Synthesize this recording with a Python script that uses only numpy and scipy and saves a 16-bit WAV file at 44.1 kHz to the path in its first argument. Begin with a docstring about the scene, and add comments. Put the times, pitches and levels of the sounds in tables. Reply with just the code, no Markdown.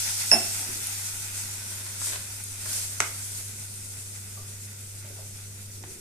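"""A tiled kitchen, with a stereo microphone close to a hot metal pan of vegetables in watery gravy.
Tiny steam bubbles hiss and larger ones crackle, both easing as the gravy cools the pan.
A steel spatula clinks, pushes the food and knocks on the pan floor; the hiss flares where gravy
washes onto bare metal. Drops spit and the pan bumps and rubs softly. Farther off, the walls
echo briefly and a mains hum runs underneath."""
import sys
import numpy as np
from scipy import signal
from scipy.fft import rfft, irfft, next_fast_len
from scipy.io import wavfile
from scipy.ndimage import uniform_filter1d, map_coordinates

SR = 44100
rng = np.random.default_rng(int(sys.argv[2]) if len(sys.argv) > 2 else 0)


def unload_wav(signal):
    """Save mono or channel-first audio to the path in sys.argv[1] as 16-bit WAV at rate SR, clipped to [-1, 1]."""
    wavfile.write(
        sys.argv[1],
        SR,
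        np.round(np.clip(np.atleast_2d(signal).T, -1, 1) * 32767).astype(np.int16),
    )


N = 264996


def amp(db):
    """Decibels to gain."""
    return 10 ** (np.asarray(db) / 20)


def unit(x):
    """Scale to rms 1."""
    return x / np.sqrt(np.mean(x ** 2) + 1e-20)


def along(points, hz):
    """Read (frequency [Hz], value) points on a log axis."""
    freqs, values = np.transpose(points)
    return np.interp(np.log(hz + 1), np.log(freqs), values)


def noise(count=N):
    """Two white noises."""
    return rng.standard_normal((2, count))


def wobble(rate, count=N):
    """A smooth random curve with `rate` knots a second."""
    return map_coordinates(rng.standard_normal(1024), [np.arange(count) * rate / SR], mode="wrap")


def swell(at, rise, fall):
    """A smooth hump of height 1 at time `at`, with its own rise and fall times, all in seconds."""
    t = np.arange(N) / SR - at
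    return np.exp(-0.5 * (t / np.where(t < 0, rise, fall)) ** 2)


def add(track, at, sound):
    """Mix a sound into the track, starting `at` seconds in."""
    part = track[:, round(at * SR):][:, :sound.shape[-1]]
    part += sound[..., :part.shape[-1]]


def filtered(x, response):
    """Shape x by a gain that depends on frequency."""
    count = x.shape[-1]
    padded = next_fast_len(count + 8192)
    return irfft(rfft(x, padded) * response(np.fft.rfftfreq(padded, 1 / SR)), padded)[..., :count]


# how alike the microphone's two sides are: (frequency [Hz], coherence [0-1])
COHERENCE = [(30, 0.75), (130, 0.99), (290, 0.78), (640, 0.63), (1400, 0.18), (3000, 0), (14000, 0)]
# each band sounds a little louder on the left or the right: (frequency [Hz], left minus right [dB])
SIDE_BALANCE = [(100, -2.5), (300, 0.5), (700, -1), (1150, 1.5), (1420, -6), (1750, -1), (2050, -2.5),
                (3200, 2), (4300, 0.5), (5600, -3.5), (7200, 0.5), (8400, 4.5), (9600, -0.5), (14000, 0.5)]
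def spread(pair):
    """Two unrelated signals become left and right: alike in the bass, unrelated in the treble."""
    mid, side = filtered(pair, lambda hz: np.array([np.cos(side_angle(hz)), np.sin(side_angle(hz))]))
    left_right = np.array([mid + side, mid - side])
    return filtered(left_right, lambda hz: amp(np.outer([0.5, -0.5], along(SIDE_BALANCE, hz))))


def side_angle(hz):
    """The turn from mid towards side, in radians, that gives the coherence at this frequency."""
    return np.arccos(np.clip(along(COHERENCE, hz), -1, 1)) / 2


def coloured(pair, spectrum):
    """A stereo signal of rms 1 shaped by the given spectrum."""
    return unit(filtered(spread(pair), lambda hz: amp(along(spectrum, hz))))


def resonant(pair, centre_hz, width):
    """A stereo signal of rms 1 in one resonance; width is a share of its frequency."""
    return unit(filtered(spread(pair), lambda hz: 1 / (1 + ((hz - centre_hz) / (width * centre_hz)) ** 2)))


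def bursts(per_second, scatter_db):
    """Tiny pops at random moments, with scattered sizes and directions."""
    fires = rng.random(N) < per_second / SR
    size = amp(scatter_db * np.clip(rng.standard_normal(N), -2, 2))
    return unit(fires * size * noise())


def patchy(pair, depth_db):
    """Let narrow bands swell and sink for moments, each on its own."""
    bands = signal.stft(pair, nperseg=512)[2]
    patches = uniform_filter1d(rng.standard_normal(bands.shape[1:]), size=4, axis=0)
    patches = uniform_filter1d(patches, size=9, axis=1)
    return signal.istft(bands * amp(depth_db * unit(patches)), nperseg=512)[1][:, :N]


def tone(hz, waver_db, drift_rad):
    """A sine of rms about 1 that wavers in level and phase."""
    phase = 2 * np.pi * hz * np.arange(N) / SR + drift_rad * wobble(9.9)
    return amp(waver_db * wobble(18)) * np.sqrt(2) * np.sin(phase)


def mains_hum(start_db=-46, growth_db_per_s=0.36, fade_at=5.84, fade_db_per_s=100):
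    """The mains hum behind the pan grows slowly and fades fast at the very end."""
    t = np.arange(N) / SR
    level_db = start_db + growth_db_per_s * t - fade_db_per_s * np.maximum(t - fade_at, 0)
    return amp(level_db) * tone(hz=100, waver_db=0.7, drift_rad=0.065)


# the air all round the microphone: (frequency [Hz], spectral level [dB])
AIR_SPECTRUM = [(20, 8), (42, -4), (68, -3.5), (130, 3), (170, -3.5), (210, 0), (290, -9.5), (390, -8),
                (520, -10), (620, -11.5), (900, -25), (2500, -23)]
# faint drones in the room: (frequency [Hz], level [dB])
ROOM_DRONES = [(68.5, -63), (205, -64), (269, -71.5), (366, -70), (420, -72.5)]
def room_tone(air_db=-52):
    """Faint drones waver over the low murmur of the kitchen's air."""
    drones = sum(amp(db) * tone(hz, waver_db=3, drift_rad=1) for hz, db in ROOM_DRONES)
    return drones + amp(air_db) * coloured(noise(), AIR_SPECTRUM)


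# the kitchen's reverberation: (frequency [Hz], t60 [s])
WALL_DECAY = [(200, 0.62), (900, 0.37), (2500, 0.42), (6000, 0.38), (12000, 0.022)]
def tiled_walls(sound, build_up_s=0.004):
    """The walls beyond the pan answer with a tail that lasts longest in the bass."""
    hz, t, bands = signal.stft(noise(SR), SR, nperseg=256)
    decay = amp(-60 * t / along(WALL_DECAY, hz)[:, None])
    tail = spread(signal.istft(bands * decay, SR, nperseg=256)[1])
    tail *= 1 - np.exp(-np.arange(tail.shape[1]) / SR / build_up_s)
    return signal.fftconvolve(sound, tail / np.linalg.norm(tail[0]), axes=1)[:, :N]


# soft rubbing against the pan:
# (peak time [s], level [dB], frequency [Hz], width [ratio], rise [s], fall [s])
PAN_RUBS = [(.615, -48.5, 780, 0.17, 0.027, 0.037), (.62, -51.5, 250, 0.29, 0.013, 0.014),
            (.705, -50.5, 360, 0.048, 0.021, 0.028), (.71, -49.5, 285, 0.49, .025, 0.075),
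            (5.195, -53, 645, 0.36, .02, 0.033), (5.85, -55, 379, 0.13, 0.072, 0.36)]
def rubs():
    """Gentle friction swells and fades in the low resonances of the pan."""
    return sum(amp(db) * swell(at, rise, fall) * resonant(noise(), hz, width)
               for at, db, hz, width, rise, fall in PAN_RUBS)


# bumps and plops at the pan: (time [s], level [dB], frequency [Hz], t60 [s], width [ratio])
PAN_BUMPS = [(4.366, -54.5, 1170, 0.41, 0.044), (4.37, -52, 650, 0.25, 0.64),
             (5.045, -46.5, 599, 0.22, 0.03), (5.055, -57, 854, 0.14, .08), (5.1, -48, 398, 0.17, 0.39),
             (5.215, -50, 474, 0.073, .15), (5.836, -41, 600, 0.021, 1), (5.837, -38, 1410, 0.039, 0.97)]
def bumps(attack_s=0.00072):
    """Each soft bump or plop dies away in one resonance."""
    out, t = np.zeros((2, N)), np.arange(SR // 2) / SR
    for at, db, hz, t60, width in PAN_BUMPS:
        envelope = amp(db - 60 * t / t60) * (1 - np.exp(-t / attack_s))
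        add(out, at, envelope * resonant(noise(len(t)), hz, width))
    return out


# drops spitting near the microphone:
# (time [s], level [dB], frequency [Hz], t60 [s], spray's share of the power [0-1])
DROPS = [(.8699, -14, 10200, .009, .15), (.8702, -22.5, 6200, .007, .2), (.8744, -17.5, 9800, .005, .4),
         (1.2758, -26, 7230, .008, .4), (2.048, -22, 8000, .012, .5), (2.06, -22.5, 8500, .012, .5),
         (2.436, -30, 9800, .06, .8), (2.517, -27, 9000, .012, .5), (2.762, -21, 8300, .012, .4),
         (3.888, -29, 8530, .01, .4), (5.31, -33, 8280, .008, .4), (5.8275, -30, 6010, .008, .4)]
def spits(attack_s=0.00086, spray_width=0.19):
    """A drop bursts with a tiny clear ring and a puff of spray."""
    out, t = np.zeros((2, N)), np.arange(SR // 2) / SR
    for at, db, hz, t60, spray in DROPS:
        ring = np.sqrt(2 * (1 - spray)) * np.sin(2 * np.pi * hz * t)
        puff = np.sqrt(spray) * resonant(noise(len(t)), hz, spray_width)
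        envelope = amp(db - 60 * t / t60) * (1 - np.exp(-t / attack_s))
        add(out, at, envelope * (ring + puff))
    return out


# the blade grating on the pan: (frequency [Hz], spectral level [dB])
SCRAPE_SPECTRUM = [(120, -30), (260, -8), (370, -2), (480, -8), (590, 1), (780, -8), (1040, 1), (1290, -7),
                   (1540, 3), (1800, -2), (3000, -4), (4100, 0), (6000, -5), (12000, -40)]
# the spatula pushes through the gravy: (peak time [s], level [dB], rise [s], fall [s])
SPATULA_STROKES = [(1.8, -51, 0.22, .2), (2.14, -39.5, 0.046, 0.045), (2.68, -46.5, 0.038, 0.1),
                   (2.9, -57, 0.044, 0.09), (3.4, -53.5, 0.079, 0.04)]
def stirring(catch_db=2.2):
    """Wet pieces slide and catch unevenly on the blade, which grates in the resonances of the pan."""
    grit = 0.6 * noise() + bursts(per_second=450, scatter_db=1.5)
    push = sum(amp(db) * swell(at, rise, fall) for at, db, rise, fall in SPATULA_STROKES)
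    catches = amp(catch_db * wobble(rate=50))
    return push * catches * coloured(grit, SCRAPE_SPECTRUM)


# the pan floor's clack: (frequency [Hz], level [dB])
CLACK_MODES = [(620, -19), (1400, -7), (1680, -7), (2200, -16)]
# a knock's sharp crack and the dense ring after it: (frequency [Hz], spectral level [dB])
CRACK_SPECTRUM = [(100, -21), (220, -11), (420, -1), (1000, 3), (1600, 3), (2200, 3), (3000, -6),
                  (4300, -11), (5200, -1), (6900, 4), (8300, 2), (10000, -9), (14500, -15)]
RATTLE_SPECTRUM = [(120, -12), (250, -3), (350, 3), (520, 0), (680, 2), (980, 4.5), (1180, 4), (1430, 6.5),
                   (1750, 4), (2100, 5.5), (2800, -1.5), (3700, -2.5), (5000, -5), (7000, -9.5),
                   (12000, -16)]
# hard knocks of the blade on the pan floor: (time [s], level [dB], t60 of crack and clack [s])
BLADE_KNOCKS = [(2.016, -35, 0.044), (2.044, -39, 0.015), (2.151, -35.5, 0.024), (2.337, -42, .02),
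                (2.616, -51, .025), (2.656, -32, 0.039), (2.924, -40, .02), (3.0031, -7, 0.01),
                (3.219, -40, .02), (3.343, -44, .02)]
def knocks(rattle_db=-17.5, rattle_t60=0.11, attack_s=0.00028):
    """The food damps the struck pan: a sharp crack, a short clack and a brief dense ring."""
    out, t = np.zeros((2, N)), np.arange(SR // 2) / SR
    clack = sum(amp(db) * np.sin(2 * np.pi * hz * t) for hz, db in CLACK_MODES)
    for at, db, t60 in BLADE_KNOCKS:
        crack = amp(-60 * t / t60) * (clack + coloured(noise(len(t)), CRACK_SPECTRUM))
        rattle = amp(rattle_db - 60 * t / rattle_t60) * coloured(noise(len(t)), RATTLE_SPECTRUM)
        add(out, at, amp(db) * (crack + rattle) * (1 - np.exp(-t / attack_s)))
    return out


# spatula and pan ringing together: (frequency [Hz], level [dB], free t60 [s], left minus right [dB])
STEEL_MODES = [(219, -25, 0.32, 1), (245, -25.5, 0.33, 3), (363, -26, 0.42, 6), (411, -34, 0.48, 5),
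               (568, -26, 0.22, 0), (682, -16.5, 0.48, 2), (729, -12.5, 0.26, 3), (781, -21, .24, -3),
               (836, -21, 0.3, -5), (1090, -29, 0.3, -7), (1558, -21, 0.23, -7), (1930, -31, 0.44, 10),
               (2677, -10, 0.62, 5), (2940, -32, .16, 2), (5160, -20, .3, -8), (5336, 2, 0.34, -6),
               (5420, -8.5, .36, 9), (9070, -10.5, 0.23, -2), (10200, -15, 0.1, 2), (10340, -10, .2, 0)]
def steel_ring(t, t60_share, blade_above_hz=2300, rest_s=0.02, settle_s=0.009, mute_db=10.5):
    """The blade's high modes are muted as it comes to rest; the loaded pan's low modes waver."""
    ring, sides = np.zeros((2, len(t))), np.array([[1], [-1]])
    muting = amp(-mute_db * (1 + np.tanh((t - rest_s) / settle_s)) / 2)
    for hz, db, t60, lean_db in STEEL_MODES:
        # short waves reach the microphone's two sides out of step
        phase = 2 * np.pi * (hz * t + rng.random()) + sides * side_angle(hz)
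        if hz > blade_above_hz:
            wave = muting * np.sin(phase)
        else:
            waver_db = 2.5 * wobble(rate=55, count=len(t))
            waver_rad = 0.55 * wobble(rate=55, count=len(t))
            wave = amp(waver_db) * np.sin(phase + waver_rad)
        ring += amp(db + sides * lean_db / 2 - 60 * t / (t60 * t60_share)) * wave
    return ring


# the thud of the jolted pan: (frequency [Hz], spectral level [dB])
THUD_SPECTRUM = [(90, -25), (150, -5.5), (220, 4.5), (340, 4), (480, -7), (580, 5), (700, 8), (1100, -9.5),
                 (1600, -1.5), (2100, -5), (2700, -5), (3500, -20), (5300, -17), (6500, -27), (10000, 3.5),
                 (11500, -32), (14500, -35)]
# the blade strikes, bounces and later grazes the pan:
# (time [s], level [dB], share of the free t60 [0-1], jolt to the pan [dB])
BLADE_CLINKS = [(.3145, -8, 0.17, -1), (0.3263, -11.5, 0.95, -9.5), (2.772, -46, 0.3, 0)]
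def clinks(thud_db=-11, thud_t60=0.29, tick_db=-10, tick_t60=0.0062, attack_s=0.0004):
    """Close to the microphone, each contact jolts the loaded pan, ticks and rings the steel."""
    out, t = np.zeros((2, N)), np.arange(SR) / SR
    for at, db, t60_share, jolt_db in BLADE_CLINKS:
        thud = amp(thud_db + jolt_db - 60 * t / thud_t60) * coloured(noise(SR), THUD_SPECTRUM)
        tick = amp(tick_db - 60 * t / tick_t60) * noise(SR)
        ring = steel_ring(t, t60_share)
        add(out, at, amp(db) * (thud + tick + ring) * (1 - np.exp(-t / attack_s)))
    return out


# gravy washes onto bare metal and flashes to steam: (peak time [s], boost to the boiling [dB],
# swarm level [dB], swarm frequency [Hz], width [ratio], rise [s], fall [s])
STEAM_FLARES = [(0.1, 0.5, -37, 5600, 0.18, 0.26, 0.29), (2.06, 6.5, -35.5, 8050, .11, 0.045, 0.075),
                (2.75, 9, -38.5, 8800, 0.14, 0.077, 0.099), (3.37, 4, -44, 9200, 0.19, 0.37, 0.091),
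                (3.88, 0.5, -44.5, 8800, 0.18, 0.41, 0.3)]
def flares():
    """A swarm of equally small bubbles swells and fades in a narrow band."""
    out = np.zeros((2, N))
    for at, _, db, hz, width, rise, fall in STEAM_FLARES:
        swarm = 0.98 * noise() + bursts(per_second=2500, scatter_db=-3.5)
        out += amp(db) * swell(at, rise, fall) * resonant(swarm, hz, width)
    return out


def boiling(flare_share, fresh_db=19, cooling_s=3.23):
    """Strength of the boiling as a gain: it sinks as the gravy cools the pan and rises at each flare."""
    heat_db = fresh_db * np.exp(-np.arange(N) / SR / cooling_s)
    flare_db = sum(boost_db * swell(at, rise, fall) for at, boost_db, *_, rise, fall in STEAM_FLARES)
    return amp(heat_db + flare_share * flare_db)


# larger bubbles heard in the pan's bowl: (frequency [Hz], spectral level [dB])
SIMMER_SPECTRUM = [(200, -40), (600, -9.5), (840, -0.5), (1130, -5.5), (1450, 4), (1730, -1), (1980, 4),
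                   (2250, 2.5), (2560, 5), (3050, -9.5), (3650, 2), (4200, -21), (7000, -8.5)]
def simmer(settled_db=-58, flutter_db=1.6):
    """Larger bubbles burst in a crackle that follows the flares only a little."""
    crackle = noise() + 0.42 * bursts(per_second=1300, scatter_db=2)
    level = boiling(flare_share=0.31) * amp(settled_db + flutter_db * wobble(rate=25))
    return level * coloured(crackle, SIMMER_SPECTRUM)


# the hiss of the pan at close range: (frequency [Hz], spectral level [dB])
HISS_SPECTRUM = [(1200, -26.5), (2500, -13), (3800, -9), (5000, -4.5), (6200, -1.16), (7200, -0.95),
                 (8450, 1.6), (9400, 0), (11200, -5), (12500, -6), (14500, -13.5)]
def sizzle(settled_db=-47, flutter_db=0.9):
    """Countless tiny steam bubbles merge into a glittering hiss; the nearer ones stand out as fizz."""
    fizz = 0.5 * bursts(per_second=3000, scatter_db=2.5)
    steam = patchy(noise() + fizz, depth_db=1.4)
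    level = boiling(flare_share=1) * amp(settled_db + flutter_db * wobble(rate=28))
    return level * coloured(steam, HISS_SPECTRUM)


def scene():
    """The pan and spatula up close, with their echoes and the room behind them."""
    steel = clinks()
    blows = knocks() + bumps()
    food = stirring() + spits() + rubs()
    echoes = tiled_walls(amp(-16) * steel + amp(-9.5) * (blows + food))
    cooking = sizzle() + flares() + simmer()
    return mains_hum() + room_tone() + echoes + food + blows + steel + cooking


def record(dry, top_hz=14450):
    """The recorder clips at full scale and keeps nothing above its band limit."""
    return filtered(np.clip(dry, -1, 1), lambda hz: hz < top_hz)


dry = scene()
out = record(dry)
unload_wav(out)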